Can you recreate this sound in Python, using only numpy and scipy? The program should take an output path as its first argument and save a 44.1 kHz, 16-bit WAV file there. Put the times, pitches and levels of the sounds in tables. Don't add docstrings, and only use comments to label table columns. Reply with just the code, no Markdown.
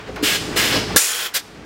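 import sys
import numpy as np
from scipy import signal
from scipy.fft import rfft, irfft
from scipy.io import wavfile

SR = 44100
rng = np.random.default_rng(int(sys.argv[2]) if len(sys.argv) > 2 else 0)


def wrap_up_sound(samples):
    columns = np.atleast_2d(samples).T
    tamed = np.clip(columns, -1, 1)
    steps = np.round(tamed * 32767).astype(np.int16)
    wavfile.write(sys.argv[1], SR, steps)


N = 72765
T, HZ = np.arange(N) / SR, np.fft.rfftfreq(N, 1 / SR)

# (frequency [Hz], spectral level [dB])
STREET_SPECTRUM = [(30, -20), (200, -17), (450, -2.5), (700, 4), (1700, 3), (3000, -2), (5000, -9.5),
                   (8000, -20.5), (12000, -33), (16000, -29)]
RUMBLE_SPECTRUM = [(20, -15), (30, -21), (40, -27), (56, -7), (74, -7), (105, 6.5), (140, -2.5), (200, 2),
                   (420, -1.5), (600, -8), (1000, -15.5), (2500, -22), (6000, -28), (16000, -50)]
# (time [s], level [dB])
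STREET_LEVELS = [(0, -37.5), (.2, -46), (.5, -34), (.93, -32), (1.1, -39), (1.5, -46.5), (1.65, -45.5)]
RUMBLE_LEVELS = [(0, -39.5), (.064, -39.5), (.09, -32), (.2, -30.5), (.3, -33.5), (.52, -28), (.69, -29),
                 (.76, -25.5), (.89, -29.5), (.968, -24), (.988, -74), (1.12, -60), (1.2, -50.5),
                 (1.38, -49), (1.52, -44.5), (1.57, -38), (1.65, -39.5)]
# (frequency [Hz], level against the rumble [dB])
HUM_TONES = [(57, -12.5), (171, -17.5), (424, -13.5)]
# (frequency [Hz], time to fall 60 dB [s])
ECHO_DECAY = [(200, 0.51), (2000, 0.41), (5000, 0.94), (9000, 0.8), (16000, 0.5)]
# (frequency [Hz], gain [dB])
ECHO_EQ = [(100, -14), (1000, -1), (5500, 2), (9000, -0.5), (16000, -5)]
# (start [s], pitch [Hz], level [dB], rise [s], decay [s])
BODY_KNOCKS = [(0.084, 457, -25.5, 0.0097, 0.012), (0.224, 270, -11.5, 0.0091, 0.0075),
               (0.56, 400, -16, 0.0032, 0.0037), (.899, 750, -23.5, 0.0093, 0.0079)]
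# (frequency [Hz], width [Hz], gain [dB])
HOLLOW_PEAKS = [(167, 21, 2.5), (301, 36, 7.5), (424, 21, 7)]
CAVITY_PEAKS = [(1284, 15, 6.5), (1648, 19.4, 12.5), (2354, 15, -2), (2710, 88, 1), (4250, 37, 11.5),
                (4790, 45, 9), (5080, 210, 6), (7120, 68, 5), (8200, 150, -0.5)]
OUTLET_PEAKS = [(2485, 310, 6.5), (3240, 200, -0.5), (5390, 100, 5), (6200, 89, -1), (7000, 180, 6),
                (10400, 200, -1)]
# (start [s], length [s], level [dB], sag [dB/s], closing time [s], low-mid gain [dB])
MUFFLED_RELEASES = [(.221, 0.14, -16.5, -12.5, 0.016, -2), (.554, 0.24, -14.5, -38.5, 0.015, 1)]
# (frequency [Hz], spectral level [dB])
TICK_SPECTRUM = [(1000, 3), (4000, 0), (9000, -9), (16000, -14)]
SPIT_SPECTRUM = [(200, -8), (700, 10), (1500, 6.5), (2500, -1.5), (5000, -11.5), (9000, -32.5),
                 (16000, -36)]
RELEASE_SPECTRUM = [(150, -20), (400, -2.5), (950, -7.5), (1600, -1.5), (3100, 1.5), (4600, -6), (6100, -7),
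                    (8000, -7), (9500, -9.5), (12000, -10.5), (13700, -10.5), (16000, -13.5)]
GUSH_SPECTRUM = [(100, -15), (400, 0.5), (780, -1), (1100, -5), (2500, -8), (5400, -7), (7000, -21),
                 (16000, -32)]
# (frequency [Hz], spectral level [dB])
PUFF_SPECTRUM = [(120, -24), (350, -12), (520, -3.5), (780, -13), (1600, 3), (2500, -2.5), (4400, 2),
                 (6600, -4.5), (8500, -2.5), (10500, -7), (13000, -3.5), (16000, -12)]
WHISTLE_SPECTRUM = [(2000, -47), (2900, -18), (3090, 0), (3220, -1), (3370, -1), (3650, -32), (5000, -47)]
BLAST_SPECTRUM = [(60, -9), (450, 0), (750, 5.5), (1600, 8.5), (3000, 2.5), (8000, 3), (16000, 1)]
FIZZ_SPECTRUM = [(500, -39), (2000, -10), (4500, -5.5), (7000, -0.5), (8800, -2.5), (10400, -2),
                 (13800, -14), (15700, -14)]
RUSH_SPECTRUM = [(100, -40), (250, -13.5), (450, -5), (800, -11), (1550, 1.5), (2100, -5), (3300, -6.5),
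                 (4000, -2.5), (8000, -17), (16000, -10)]
# (frequency [Hz], level [dB], time to fall 60 dB [s], delay [s])
POP_MODES = [(317, -15.5, 0.051, 0), (484, -11, 0.04, 0), (1385, -14, 0.07, .003),
             (1700, -5.5, 0.032, .005)]

JET_START_S, JET_LENGTH_S, JET_RISE_S, JET_CLOSE_S = 0.9605, 0.31, 0.0016, 0.012
LOW_MID_HZ, TREBLE_HZ = 2390, 5800


def amp(db):
    return 10 ** (np.asarray(db) / 20)


def unit(x):
    return x / np.sqrt(np.mean(x ** 2) + 1e-20)


def read(points, hz):
    f, value = np.transpose(points)
    return np.interp(np.log(hz + 1), np.log(f + 1), value)


def level(points):
    return amp(np.interp(T, *np.transpose(points)))


def drift(rate_hz):
    return unit(irfft(rfft(rng.standard_normal(N)) * np.exp(-(HZ / rate_hz) ** 2), N))


def above(x, hz):
    return irfft(rfft(x) / (1 + (hz / (HZ + 1)) ** 6), N)


def turbulence(spectrum, peaks=(), ripple_db=0):
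    delays_s = rng.uniform(0.0007, 0.009, (24, 1))
    ripple = unit(np.cos(2 * np.pi * (delays_s * HZ + rng.random(delays_s.shape))).sum(0))
    peaks_db = sum(db / (1 + (2 * (HZ - hz) / width) ** 2) for hz, width, db in peaks)
    colour = amp(read(spectrum, HZ) + peaks_db + ripple_db * ripple)
    return unit(irfft(rfft(rng.standard_normal(N)) * colour, N))


def valve(start_s, length_s, rise_s, close_s, sag_db_per_s=0):
    t = np.maximum(T - start_s, 0)
    opening = np.sin(np.pi / 2 * np.minimum(t / rise_s, 1)) ** 2
    closing = np.exp(-np.maximum(t - length_s, 0) / close_s)
    return opening * amp(sag_db_per_s * t) * closing


def street():
    hum = amp(-59.5) * unit(np.sin(2 * np.pi * 424 * T + 0.5 * drift(6.3)))
    wash = turbulence(STREET_SPECTRUM, HOLLOW_PEAKS, ripple_db=0.5)
    return wash * level(STREET_LEVELS) * amp(1.5 * drift(30)) + hum


def building_echo(x):
    hz, t, noise = signal.stft(rng.standard_normal(SR), SR, nperseg=256)
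    decay = np.exp(-np.log(1000) * t / read(ECHO_DECAY, hz)[:, None])
    tail = signal.istft(noise * decay, SR, nperseg=256)[1]
    wet = signal.fftconvolve(x, tail / np.linalg.norm(tail))[:N]
    return irfft(rfft(wet) * amp(read(ECHO_EQ, HZ)), N)


def wall_slap(x, delay_s=0.026):
    colour = amp(-14 + read(ECHO_EQ, HZ))
    return irfft(rfft(x) * colour * np.exp(-2j * np.pi * HZ * delay_s), N)


def rumble():
    hum = sum(amp(db) * unit(np.sin(2 * np.pi * hz * T + 1.07 * drift(13))) for hz, db in HUM_TONES)
    lumps = turbulence(RUMBLE_SPECTRUM, HOLLOW_PEAKS) * amp(0.72 * drift(29))
    return (lumps + hum) * level(RUMBLE_LEVELS)


def knocks(bend=0.188, bend_s=0.015):
    out = np.zeros(N)
    for start, hz, db, rise, decay in BODY_KNOCKS:
        t = np.maximum(T - start, 0)
        pitch_hz = hz * (1 + bend * (1 - np.exp(-t / bend_s)))
        phase = 2 * np.pi * np.cumsum(pitch_hz) / SR + 0.17 * drift(150)
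        tone = np.sin(phase) + amp(-10) * np.sin(1.5 * phase)
        out += amp(db) * valve(start, rise, rise, decay) * tone
    return out


def spit(start_s=0.1592):
    tick = turbulence(TICK_SPECTRUM) * amp(-33)
    tick *= valve(start_s, length_s=0.002, rise_s=0.002, close_s=0.005)
    air = turbulence(SPIT_SPECTRUM, CAVITY_PEAKS) * amp(-30.5)
    return tick + air * valve(start_s, length_s=0.012, rise_s=0.0022, close_s=0.049)


def gush():
    air = turbulence(GUSH_SPECTRUM, HOLLOW_PEAKS + CAVITY_PEAKS) * amp(-21)
    sputter = amp(1.5 * drift(120))
    return air * sputter * valve(start_s=0.721, length_s=0.049, rise_s=0.0079, close_s=0.021)


def releases(dulling_db_per_s=-33.5):
    air = turbulence(RELEASE_SPECTRUM, CAVITY_PEAKS, ripple_db=1.0)
    low, top = air - above(air, LOW_MID_HZ), above(air, TREBLE_HZ)
    middle = air - low - top
    out = np.zeros(N)
    for start, length, db, sag, close, low_db in MUFFLED_RELEASES:
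        dulling = amp(dulling_db_per_s * np.maximum(T - start, 0))
        hiss = low * amp(low_db) + middle + top * dulling
        out += hiss * amp(db) * valve(start, length, rise_s=0.023, close_s=close, sag_db_per_s=sag)
    sputter = amp(0.5 * drift(120))
    return out * sputter


def puff(start_s=1.335, length_s=0.039, rise_s=0.017):
    air = turbulence(PUFF_SPECTRUM, ripple_db=1.4) * amp(-17.5)
    top = above(air, TREBLE_HZ)
    low = (air - top) * valve(start_s, length_s, rise_s, close_s=0.011)
    return low + top * valve(start_s, length_s, rise_s, close_s=0.007)


def whistle(start_s=1.03):
    length_s = JET_START_S + JET_LENGTH_S - start_s
    flow = valve(start_s, length_s, rise_s=0.087, close_s=JET_CLOSE_S)
    return turbulence(WHISTLE_SPECTRUM) * amp(-31) * flow


def pop():
    out = np.zeros(N)
    for hz, db, t60, delay in POP_MODES:
        t = np.maximum(T - JET_START_S - delay, 0)
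        out += amp(db) * 1e-3 ** (t / t60) * np.sin(2 * np.pi * hz * t)
    return out


def blast(close_s=0.0062):
    air = turbulence(BLAST_SPECTRUM, ripple_db=5.0) * amp(-9.5)
    top = above(air, hz=2000)
    burst = top * valve(JET_START_S, length_s=0.019, rise_s=JET_RISE_S, close_s=close_s)
    thump = (air - top) * valve(JET_START_S, length_s=0.0083, rise_s=JET_RISE_S, close_s=close_s)
    return burst + thump


def jet():
    fizz = turbulence(FIZZ_SPECTRUM, OUTLET_PEAKS, ripple_db=0.2) * amp(-13.5)
    fizz *= valve(JET_START_S, JET_LENGTH_S, JET_RISE_S, close_s=0.0073, sag_db_per_s=-70)
    rush = turbulence(RUSH_SPECTRUM, OUTLET_PEAKS, ripple_db=2.0) * amp(-27.5)
    rush *= valve(JET_START_S, JET_LENGTH_S, JET_RISE_S, JET_CLOSE_S, sag_db_per_s=5)
    flutter = amp(0.5 * drift(71))
    return (fizz + rush) * flutter


def scene():
    muffled = spit() + releases() + gush()
    bright = blast() + jet() + whistle() + puff() + pop()
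    echoes = wall_slap(bright) + building_echo(amp(-7) * muffled + amp(-23) * bright)
    return (muffled + bright + echoes + knocks() + rumble() + street())[None]


def record(dry):
    lowpass = signal.firwin(511, 15900, window=("kaiser", 8), fs=SR)
    return signal.oaconvolve(np.clip(dry, -1, 1), lowpass[None], "same")


dry = scene()
out = record(dry)
wrap_up_sound(out)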